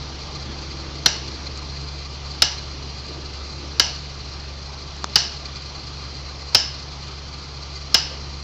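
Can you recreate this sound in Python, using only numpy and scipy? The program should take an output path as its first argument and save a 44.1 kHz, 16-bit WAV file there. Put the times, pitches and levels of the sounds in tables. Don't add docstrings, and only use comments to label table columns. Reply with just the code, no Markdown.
import sys
import numpy as np
from scipy import signal
from scipy.fft import rfft, irfft, next_fast_len
from scipy.io import wavfile
from scipy.ndimage import uniform_filter1d, map_coordinates

SR = 44100
rng = np.random.default_rng(int(sys.argv[2]) if len(sys.argv) > 2 else 0)


def ratio_of_db(decibels):
    return 10 ** (np.asarray(decibels, float) / 20)


def materialize(psi):
    bounded = np.clip(np.atleast_2d(psi).T, -1, 1)
    quanta = np.round(bounded * 32767).astype(np.int16)
    wavfile.write(sys.argv[1], SR, quanta)


N = 371763

# (frequency [Hz], level [dB], t60 [s])
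STEEL_MODES = [(700, -8, 0.018), (896, -6, 0.025), (1330, -10, 0.049), (1641, -4, 0.042), (2102, -7.5, 0.057),
               (2622, -4.5, 0.04), (2893, 4, 0.044), (3025, -1, 0.023), (3187, -7, 0.05), (3664, -1, 0.02),
               (3905, 2, 0.028), (4337, 7, 0.023),
               (4900, -9, 0.0083), (4700, -4.5, 0.015), (4911, 3.5, 0.024), (5153, -13.5, 0.022),
        (5315, 3.5, 0.022), (5330, 4.5, 0.012), (5900, -8.5, 0.022), (5845, 3.5, 0.026), (6090, -13, 0.017),
        (7090, -11.5, 0.019), (7500, -9.5, 0.012)]
STEEL = STEEL_MODES


def hammer():
    # (time [s], strength [dB], squareness of the hit [dB])
    blows = [
        (1.0598, -2, -8),
        (2.4209, -1.5, -1.5),
        (3.7967, -2, -1),
        (5.157, -0.5, 0),
        (6.5475, 1.5, 3),
        (7.9435, 0.5, -0.5),
    ]
    # (frequency to camera [Hz], level to camera [dB], frequency to woods [Hz], level to woods [dB])
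    leading_modes = [(4230, 11, 5800, 25), (5250, 12, 5400, 25), (4650, 8, 5270, 24), (4720, 16, 4800, 21),
                     (5210, 12, 5200, 31), (5220, 10, 5250, 28)]
    toward_camera = [-9, -9.5, -2.5, 2.5, 1.5]
    toward_woods = [21.5, 16.9, 17, 22, 21]
    top_loss_db_per_s, low_gain_db_per_s = 2.2, 0.5
    echo_per_square = 0.7
    out = np.zeros(N + SR)
    for (s, db, square_db), lead in zip(blows, leading_modes):
        driven_s = s - blows[0][0]
        camera_change_db = [0, 0, 0, square_db, -top_loss_db_per_s * driven_s]
        woods_change_db = [0, low_gain_db_per_s * driven_s, 0, echo_per_square * square_db, 0]
        direct = ratio_of_db(db) * clank(np.add(toward_camera, camera_change_db), lead[:2])
        answer = echo(np.add(toward_woods, woods_change_db), lead[2:], blur_hz=130)
        start = round(s * SR)
        out[start:][:len(direct)] += direct
        out[start:][:len(answer)] += answer
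    return out[:N]


def clank(shares_db, lead):
    # (frequency [Hz], width [Hz], level [dB])
    splinter_modes = [(1568, 300, -0.5), (3000, 540, 1), (4630, 2400, -3.5)]
    damping = 0.91
    t = np.arange(SR // 10) / SR
    hz = gripped(lead[0])
    t60 = damping * np.transpose(STEEL)[2][:, None]
    wander = 0.026 * np.cumsum(rng.standard_normal((len(hz), len(t))), axis=1)
    phase = 2 * np.pi * (hz * t + rng.random(hz.shape)) + wander
    level_db = mode_levels(shares_db, lead)[:, None] - 60 * t / t60
    ring = np.sum(ratio_of_db(level_db) * np.sin(phase), axis=0)

    response = resonances(splinter_modes)(np.fft.rfftfreq(len(t), 1 / SR))
    splinter = irfft(rfft(rng.standard_normal(len(t))) * response, len(t))
    crack = ratio_of_db(8.5 - 60 * t / 0.032) * splinter

    trunk = signal.lfilter([0.05, -0.05], [1, -1.94, 0.9408], rng.standard_normal(len(t)))
    thud = ratio_of_db(shares_db[0] + 13.5 - 60 * t / 0.05) * trunk
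    contact = 1 - np.exp(-t / 0.00025)
    return (ring + crack + thud) * contact


def echo(shares_db, lead, blur_hz):
    trunks = np.pad(woods(scatter_db=4.5, first_s=0.0098), (0, SR // 10))
    f = np.fft.rfftfreq(len(trunks), 1 / SR)
    hz = gripped(lead[0])
    level_db = mode_levels(shares_db, lead)[:, None]
    power = np.sum(ratio_of_db(2 * level_db) / (1 + (2 * (f - hz) / blur_hz) ** 2), axis=0)
    return irfft(rfft(trunks) * np.sqrt(power), len(trunks))


def woods(scatter_db, first_s):
    # (frequency [Hz], t60 [s])
    trunk_decay = [(300, 0.3), (1000, 0.46), (3000, 0.5), (5000, 0.45), (8000, .3)]
    trunks = rng.standard_normal(SR // 2) * ratio_of_db(scatter_db * rng.standard_normal(SR // 2))
    hz, t, z = signal.stft(trunks, SR, nperseg=256)
    decay = ratio_of_db(-60 * t / along(trunk_decay, hz)[:, None])
    tail = signal.istft(z * decay, SR, nperseg=256)[1]
    tail *= np.clip(np.arange(len(tail)) / SR / first_s, 0, 1)
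    return tail / np.linalg.norm(tail)


def mode_levels(shares_db, lead):
    ring_edges = [2250, 3450, 4750, 5450]
    hz, level_db = gripped(lead[0])[:, 0], np.transpose(STEEL)[1]
    share_db = shares_db[np.searchsorted(ring_edges, hz)]
    return np.where(hz == lead[0], lead[1], level_db + share_db + rng.normal(0, 1.1, hz.shape))


def gripped(lead_hz):
    hz = np.transpose(STEEL)[0]
    distance = np.abs(hz - lead_hz)
    return np.where(distance == distance.min(), lead_hz, hz)[:, None]


def button():
    # (time [s], peak [dB])
    presses = [(5.042, -8)]
    # (frequency [Hz], width [Hz], level [dB])
    shell = [(350, 510, -1.5), (1270, 320, 7.5), (3480, 470, -2), (5220, 1700, -2.5), (7300, 900, -8)]
    taps = np.zeros(N)
    for s, db in presses:
        taps[round(s * SR)] = ratio_of_db(db + 6)
        taps[round((s + 0.0004) * SR)] = -ratio_of_db(db - 2)
        taps[round((s + 0.0011) * SR)] = ratio_of_db(db + 20)
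        taps[round((s + 0.0019) * SR)] = ratio_of_db(db + 2)
    return filtered(taps, resonances(shell))


def motor():
    # (time [s], level [dB])
    shaft_load = [(0, -38.5), (1.3, -38), (1.7, -35.5), (2.6, -38.5), (4, -38), (6, -39.5), (7.5, -39),
                  (8.43, -37.5)]
    # (frequency [Hz], width [Hz], level [dB])
    housing = [(1180, 28, -4.5), (2056, 60, -11), (2414, 120, -12), (4146, 150, -1), (4306, 170, -3),
               (4590, 190, -2), (4990, 460, -9.5), (6440, 1400, -20.5)]
    shaft_hz, mean_whirr_db, whirr_per_load = 69.85, -38.5, 0.64
    hum_db, = curves(shaft_load)
    whirr_db = mean_whirr_db + whirr_per_load * (hum_db - hum_db.mean())
    turn = 2 * np.pi * np.cumsum(shaft_hz + 0.27 * wobble(4.21)) / SR
    first = ratio_of_db(0.63 * wobble(4)) * np.sin(turn)
    second = ratio_of_db(-8 + 1.6 * wobble(11)) * np.sin(2 * turn + 0.42 * wobble(8.4))
    bursts_db = 2.8 * wobble(70) + 0.46 * wobble(7.6) + 0.39 * np.cos(turn)
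    rattle = rng.standard_normal(N) * ratio_of_db(bursts_db)
    whirr = unit(filtered(rattle, resonances(housing)))
    return ratio_of_db(hum_db + 5.5) * (first + second) + ratio_of_db(whirr_db - 0.5) * whirr


def rustles():
    # (time [s], length [s], level [dB], frequency [Hz])
    rubs = [(0.517, 0.063, -37.5, 178), (3.104, 0.021, -37.5, 350), (3.193, 0.084, -41, 330),
            (3.616, 0.063, -41.5, 296), (5.437, 0.041, -41, 700), (8.141, 0.052, -39, 454)]
    t = np.arange(N) / SR
    out = np.zeros(N)
    for s, length, db, hz in rubs:
        rub = unit(filtered(rng.standard_normal(N), resonances([(hz, 0.3 * hz, 0)])))
        out += ratio_of_db(db + 2.5 * wobble(40)) * np.exp(-((t - s) / length) ** 2) * rub
    return out


def ticks():
    # (time [s], peak [dB])
    clear_ticks = [(0.825, -30), (1.1663, -17), (1.2739, -24), (1.5754, -12), (1.676, -28), (2.544, -25),
                   (3.0673, -20), (3.3387, -21), (3.477, -26), (4.154, -28), (4.9675, -20), (5.2389, -16),
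                   (5.7647, -25), (6.5963, -13), (7.0314, -24), (8.0076, -20)]
    chance, sizes = rng.random(N), rng.exponential(size=N)
    snaps = (chance < 220 / SR) * ratio_of_db(-36.5 + 3.1 * sizes)
    for s, db in clear_ticks:
        snaps[round(s * SR)] = ratio_of_db(db + 13)
    return filtered(snaps, resonances([(3500, 2500, -8.5), (7040, 3000, -4)]))


def wind():
    # (time [s], level [dB])
    strength = [(0, -41.5), (.7, -41.5), (1.3, -41.5), (1.95, -44.5), (2.7, -43), (3.2, -44), (3.75, -43),
                (4.1, -45), (5.1, -45), (6.4, -44.5), (7.8, -45.5), (8.15, -43), (8.43, -46)]
    # (frequency [Hz], level per Hz [dB])
    gust_spectrum = [(20, -7), (45, 1.5), (95, -1.5), (125, 4), (200, -5), (400, -5), (800, -14),
                     (1500, -40)]
    # (frequency [Hz], level per Hz [dB])
    needle_spectrum = [(300, -25.5), (700, -2), (1200, 0.5), (1750, -7), (3300, -3.5), (5800, -4.5),
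                       (7000, -18.5), (8000, -42.5)]
    mean_leaves_db, leaves_per_gust = -40, 0.52
    gust_db, = curves(strength)
    leaves_db = mean_leaves_db + leaves_per_gust * (gust_db - gust_db.mean())
    gusts = ratio_of_db(gust_db + 4.0) * rush(gust_spectrum, patchy_db=0.5)
    return gusts + ratio_of_db(leaves_db) * rush(needle_spectrum, patchy_db=1.5)


def drone():
    peak_s, swell_s, fade_s = 1.05, 0.86, 0.83
    mid_hz, sag_hz_per_s, level_db = 322.5, 5, -45.5
    t = np.arange(N) / SR - peak_s
    heard = np.exp(-(t / np.where(t < 0, swell_s, fade_s)) ** 2)
    hz = mid_hz - sag_hz_per_s * t + 5 * wobble(12)
    return heard * ratio_of_db(level_db + 2 * wobble(7.5)) * np.sin(2 * np.pi * np.cumsum(hz) / SR)


def unit(x):
    return x / np.sqrt(np.mean(x ** 2) + 1e-20)


def along(points, hz):
    f, v = np.transpose(points)
    return np.interp(np.log(hz + 1), np.log(f + 1), v)


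def curves(rows):
    s, *cols = np.transpose(rows)
    return [np.interp(np.arange(N) / SR, s, c) for c in cols]


def wobble(rate):
    knots = rng.standard_normal(int(N * 200 / SR) + 4)
    return map_coordinates(knots, [np.arange(N) * min(rate, 200) / SR])


def filtered(x, response):
    m = next_fast_len(N + SR // 2)
    return irfft(rfft(x, m) * response(np.fft.rfftfreq(m, 1 / SR)), m)[:N]


def resonances(modes):
    def response(f):
        total = 0
        for k, (c, w, db) in enumerate(modes):
            total = total + (-1) ** k * ratio_of_db(db) * 1j * f * w / (c * c - f * f + 1j * f * w)
        return total
    return response


def rush(spectrum, patchy_db):
    z = signal.stft(rng.standard_normal(N), nperseg=512)[2]
    field = uniform_filter1d(rng.standard_normal(z.shape), size=6, axis=0)
    field = uniform_filter1d(field, size=12, axis=1)
    patches = signal.istft(z * ratio_of_db(patchy_db * unit(field)), nperseg=512)[1][:N]
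    return unit(filtered(patches, lambda hz: ratio_of_db(along(spectrum, hz))))


def scene():
    return (hammer() + button() + motor() + rustles() + ticks() + wind() + drone())[None]


def band_limit(x):
    return signal.sosfilt(signal.butter(12, 17010, fs=SR, output="sos"), x)


def record(dry):
    top_hz, ceiling = 8070, 0.7
    narrow = filtered(dry[0], lambda hz: np.clip((top_hz + 550 - hz) / 900, 0, 1) ** 2)
    clipped = narrow / (1 + np.abs(narrow / ceiling) ** 40) ** (1 / 40)
    # (frequency [Hz], level [dB])
    treble = [(6500, -1), (8600, -8.5), (10500, -3.0), (13000, -13.5), (15300, -15), (16600, -34)]
    dulled = filtered(clipped, lambda hz: ratio_of_db(along(treble, hz)))
    return band_limit(dulled[None])


dry = scene()
out = record(dry)
materialize(out)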